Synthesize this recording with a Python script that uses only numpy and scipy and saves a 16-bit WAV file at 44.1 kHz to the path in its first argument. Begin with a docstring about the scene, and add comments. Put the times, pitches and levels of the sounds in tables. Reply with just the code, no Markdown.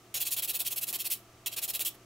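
"""Soft room noise and the hum of an appliance are heard from start to end.
Almost at once, an emery board is rubbed quickly to and fro over dried clay for about a second.
Grit catches and breaks thousands of times a second and rings the stiff board; each stroke swells,
then stalls at the turn. The steel sink below and the kitchen answer with brief echoes.
The board slides off, and after a short pause a second, shorter burst ends in one faint stroke."""
import sys
import numpy as np
from scipy import signal
from scipy.fft import rfft, irfft
from scipy.io import wavfile

SR = 44100
rng = np.random.default_rng(int(sys.argv[2]) if len(sys.argv) > 2 else 0)


def put_to_file(sound):
    """Save the sound as 16-bit audio at rate SR, in the file named by the first command-line argument."""
    columns = np.atleast_2d(sound).T  # one column per channel
    safe = np.clip(columns, -1, 1)
    whole_steps = np.round(safe * 32767)
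    wavfile.write(sys.argv[1], SR, whole_steps.astype(np.int16))


N = 90404
TIME = np.arange(N) / SR
CUTOFF_HZ = 15750

# The strokes of the board. Each row: start in seconds, seconds up to the crest, seconds from crest to
# stall, crest level in dB, first bite against the crest in dB, brightness in dB, dull rub in dB.
STROKES = [ (.141, 0.028, .027, -32.5, 2.5, -2, 2.5), (0.2, 0.014, 0.031, -28.5, -8, 2, -4.5),
           (.251, 0.024, 0.023, -32, -7, 2, -1), (0.305, 0.02, 0.028, -29, -13, 3.5, -11),
           (.364, 0.027, 0.018, -31.5, -2, 1, 2), (.421, .020, 0.026, -31, -2, 0.5, -5),
           (.475, 0.029, 0.02, -30.5, -8, 4.5, 1.5), (0.532, 0.024, 0.025, -31, -13, 3.5, 0.5),
           (.590, 0.014, 0.031, -32.5, -7, 7, 3), (0.646, .025, 0.023, -30, -16, 2.5, -9),
           (.703, 0.021, 0.021, -32, -10.5, 3.5, 5), (.759, 0.022, 0.019, -31, -8.5, 4, -5.5),
           (0.811, .026, 0.013, -31, -9.5, 2, -1.5), (0.868, 0.022, 0.029, -33.5, -9.5, 4, 2.5),
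           (.927, 0.029, 0.017, -31.5, -6, -1, 2.5), (.986, 0.019, 0.027, -32.5, -14, 4.5, -8),
           (1.042, 0.024, 0.018, -31.5, -11.5, 2.5, 1.5), (1.1, 0.021, 0.031, -29.5, -7.5, 4.5, -15),
           (1.46, 0.0089, 0.02, -29, 0.5, -1, 0), (1.514, 0.02, 0.018, -38.5, -10, -2.5, -2),
           (1.563, 0.021, 0.019, -32, -5, 0, 4.5), (1.616, 0.019, 0.03, -30.5, -14, 1, -4.5),
           (1.677, 0.021, 0.022, -32, -10.5, 4, 3), (1.734, .017, 0.028, -30, -10, 2, -2),
           (1.792, 0.023, 0.021, -30.5, -8.5, 2.5, 3.5), (1.848, 0.018, 0.031, -30.5, -2.5, 5.5, -4.5),
           (1.937, 0.012, 0.015, -55.5, -17, -2, 9.5)]
# The hollow tones of bowl and sink. Each row: pitch in Hz, width in Hz, boost in dB (minus is a dip).
HOLLOW_TONES = [(207, 28, 6.5), (315.5, 34, 5), (371.6, 67, 6.5), (672.5, 53, 7), (1250, 104, -5.5)]


def from_db(db):
    """Turns decibels into a number to multiply a sound by."""
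    return 10 ** (np.asarray(db) / 20)


def rms_one(x):
    """Scales a sound to an average power of one."""
    return x / np.sqrt(np.mean(x ** 2) + 1e-20)


def passband(x, hz, kind, order=2):
    """Keeps the "low" or the "high" side of a frequency."""
    return signal.sosfilt(signal.butter(order, np.clip(hz, 10, .45 * SR), kind, fs=SR, output="sos"), x)


def colour(x, points, peaks=(), size=8192):
    """Shapes a sound with a tone curve and ringing peaks; white noise keeps about the same power."""
    hz = np.maximum(np.fft.rfftfreq(size, 1 / SR), 1)
    knots, levels = np.transpose(points)
    db = np.interp(np.log(hz), np.log(knots), levels)
    for centre, width, lift in peaks:
        db = db + lift / (1 + (2 * (hz - centre) / width) ** 2)
    gain = from_db(db) / np.sqrt(np.mean(from_db(db) ** 2 * (hz < CUTOFF_HZ)))
    # These steps make the filter ring after each hit, never before it.
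    cepstrum = irfft(np.log(gain))
    cepstrum[1:size // 2] *= 2
    cepstrum[size // 2 + 1:] = 0
    ring = irfft(np.exp(rfft(cepstrum)))
    return signal.fftconvolve(x, ring)[:N]


def by_stroke(x, effect):
    """Passes each stroke through the effect on its own, with time to ring out, and joins them."""
    edges = [0] + [int(row[0] * SR) for row in STROKES[1:]] + [N]
    pieces = [(a, effect(np.pad(x[a:b], (0, SR // 16)))) for a, b in zip(edges, edges[1:])]
    joined = np.zeros(pieces[0][1].shape[:-1] + (N + SR,))
    for start, piece in pieces:
        joined[..., start:start + piece.shape[-1]] += piece
    return joined[..., :N]


def background():
    """Soft room noise, wider in the treble, and the steady hum of an appliance."""
    # The tone of the room noise. Each row: frequency in Hz, relative level in dB.
    air_curve = [(25, -6.5), (55, -6.5), (82, -0.5), (150, -6), (270, -6.5), (360, -5), (500, -9),
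                 (700, -7), (950, -11), (1280, -6.5), (1500, -13.5), (2600, -14), (4500, -19), (6000, -17),
                 (10000, -23), (16000, -26)]
    # Its stereo width. Each row: frequency in Hz, side (what differs between the ears) against mid in dB.
    air_width = [(60, -41), (110, -33), (200, -37), (380, -33.5), (700, -16), (1290, -7.5), (2400, -4.5),
                 (8000, -4), (15000, -15)]
    # The tones of the hum. Each row: pitch in Hz, average level in dB.
    hum_tones = [(118, -65), (1181, -71.5), (1299, -74.5)]
    air_db = -58.5
    mid, side = [colour(white, air_curve, HOLLOW_TONES) for white in rng.standard_normal((2, N))]
    knots, width_db = np.transpose(air_width)
    side_db = np.interp(np.log(np.fft.rfftfreq(N, 1 / SR) + 1), np.log(knots), width_db)
    side = irfft(rfft(side) * from_db(side_db), N)
    hum = sum(np.sqrt(2) * from_db(db) * np.sin(2 * np.pi * (hz * TIME + rng.random()))
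              for hz, db in hum_tones)
    return from_db(air_db) * np.array([mid + side, mid - side]) + hum


def rubbing():
    """Strength, brightness and dull rub over time: each stroke bites, swells, stalls and creeps."""
    # The board slides off the clay. Each row: start in seconds, level in dB, fade in dB per second.
    slides = [(1.139, -41, 340), (1.888, -45, 382)]
    bite_s, swell_curve = 0.0012, 1.6   # the grit takes hold, then the stroke swells
    stall_db, stall_curve = -21.5, 2.96   # the drop at the turn
    creep_db, creep_s = -21, 0.019   # the board still moves a little as it turns
    lump_db, lump_follows = -44, 0.43   # the dull rub swings less than the stroke does
    power, bright, rub = np.full(N, 1e-14), np.zeros(N), np.zeros(N)
    for start, rise, fall, db, bite_db, bright_db, rub_db in STROKES:
        on = slice(int(start * SR), int(start * SR) + SR // 8)
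        t = TIME[on] - start - rise   # zero at the crest
        swell = bite_db * np.clip(-t / rise, 0, 1) ** swell_curve
        stall = stall_db * np.clip(t / fall, 0, 10) ** stall_curve
        creep = from_db(creep_db) * np.exp(-((t - fall) / creep_s) ** 2)
        bite = np.clip((t + rise) / bite_s, 0, 1)
        stroke = from_db(db) * np.hypot(from_db(swell + stall), creep) * bite
        power[on] += stroke ** 2
        bright[on] += stroke ** 2 * bright_db
        rub[on] += from_db(lump_db + rub_db) * stroke ** lump_follows
    for start, db, fade in slides:
        power += from_db(db - fade * np.abs(TIME - start)) ** 2 * (TIME >= start)
    return np.sqrt(power), bright / power, rub


def grit():
    """Tiny breaks of uneven size, bunched together by the chatter of the board."""
    grains_per_s, spread_db, size_limit = 22000, 2.5, 3.8
    chatter_db, chatter_hz = 1.15, 300
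    sizes = from_db(spread_db * np.minimum(rng.exponential(1, N), size_limit)) * rng.choice([-1, 1], N)
    chatter = rms_one(passband(rng.standard_normal(N), chatter_hz, "low"))
    breaks = rng.random(N) < grains_per_s / SR
    return rms_one(sizes * breaks * from_db(chatter_db * chatter))


def snags():
    """Coarse grains catch and snap in a very short crumble."""
    # The snaps. Each row: start in seconds, relative strength in dB.
    snaps = [(.1417, -31), (.1975, -23), (0.257, -25), (.300, -26), (.3302, -23), (.4765, -28),
             (.5005, -31), (.6075, -24), (.928, -16), (1.054, -13), (1.4605, -24), (1.4638, -31),
             (1.570, -28), (1.679, -25), (1.740, -25), (1.7945, -14)]
    decay_s, trim_db = 0.00023, -5
    crumble = sum(from_db(db + trim_db) * np.exp(-np.abs(TIME - start) / decay_s) * (TIME >= start)
                  for start, db in snaps)
    return crumble * rng.choice([-1, 1], N)


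def board(grains):
    """The stiff board rings a little differently at each point where it touches the clay."""
    # The overall tone of the rasp. Each row: frequency in Hz, relative level in dB.
    rasp_curve = [(150, -33), (400, -30), (700, -20.5), (1000, -21.5), (1500, -18), (2050, -12), (2600, -3),
                  (3600, -5), (5000, -8.5), (6200, -8.5), (8000, -5), (9600, -4.5), (11000, 0), (13200, -3),
                  (16000, -2.5)]
    # The ringing tones of the board. Each row: pitch in Hz, width in Hz, boost in dB.
    board_tones = [(2642, 138, 3.5), (3260, 550, 5), (3946, 53, 9), (4375, 260, 5), (5386, 213, 7.5),
                   (6800, 690, 2.5), (7760, 210, 3), (8980, 150, 1.5), (11900, 410, 3), (14580, 320, 7),
                   (15780, 410, 1.5)]
    detune, vary_db = 0.0084, 2.64
    chance = rng.standard_normal((len(board_tones), 2))
    tones = [(hz * (1 + detune * a), width, lift + vary_db * b)
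             for (hz, width, lift), (a, b) in zip(board_tones, chance)]
    return colour(grains, rasp_curve, tones, size=2048)


def lump(rub):
    """The hand-held lump of clay turns the grit into a dull, hollow rub."""
    # The tone of the rub. Each row: frequency in Hz, relative level in dB.
    lump_curve = [(100, -32.5), (250, -8.5), (400, -2.5), (700, -0.5), (1100, -4), (2000, -7),
                  (5000, -38.5)]
    return colour(rub * grit(), lump_curve, HOLLOW_TONES)


def filing():
    """Grit and snags ring the board, some strokes brighter than others; the lump adds its rub."""
    grit_db, treble_from_hz = -0.5, 5870
    strength, bright_db, rub = rubbing()
    rasp = by_stroke(from_db(grit_db) * strength * grit() + snags(), board)
    low = passband(rasp, treble_from_hz, "low", order=1)
    treble = rasp - low
    return low * from_db(-bright_db) + treble * from_db(bright_db / 2) + lump(rub)


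def echoes(x, fade_s, delay_s, dull_hz):
    """Dense reflections that fall by 60 dB in fade_s; left and right differ mainly in the treble."""
    wide_above_hz = 1430
    t = TIME[TIME < delay_s + fade_s]
    noise = passband(rng.standard_normal((2, SR))[:, :len(t)], dull_hz, "low", order=1)
    tails = noise * from_db(-60 * t / fade_s) * (t > delay_s)
    mid, side = [signal.fftconvolve(x, tail / np.sqrt(2 * np.sum(tail ** 2)))[:N] for tail in tails]
    return mid + passband(side, wide_above_hz, "high") * np.array([[1], [-1]])


def scene():
    """The filing close by, the sink just beneath (its echoes shift as hands move), the kitchen around."""
    sink_db, kitchen_db, pan_db = -11.5, -16.5, 0.43
    direct = filing()
    sink = by_stroke(direct, lambda stroke: echoes(stroke, fade_s=0.024, delay_s=0.00064, dull_hz=17700))
    kitchen = echoes(direct, fade_s=0.2, delay_s=0.005, dull_hz=8700)
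    mix = direct + from_db(sink_db) * sink + from_db(kitchen_db) * kitchen
    lean_right = from_db([[-pan_db], [pan_db]])
    return mix * lean_right + background()


def record(dry):
    """Cuts off the very highest treble steeply."""
    return signal.sosfilt(signal.ellip(12, .2, 75, CUTOFF_HZ, fs=SR, output="sos"), dry)


dry = scene()
out = record(dry)
put_to_file(out)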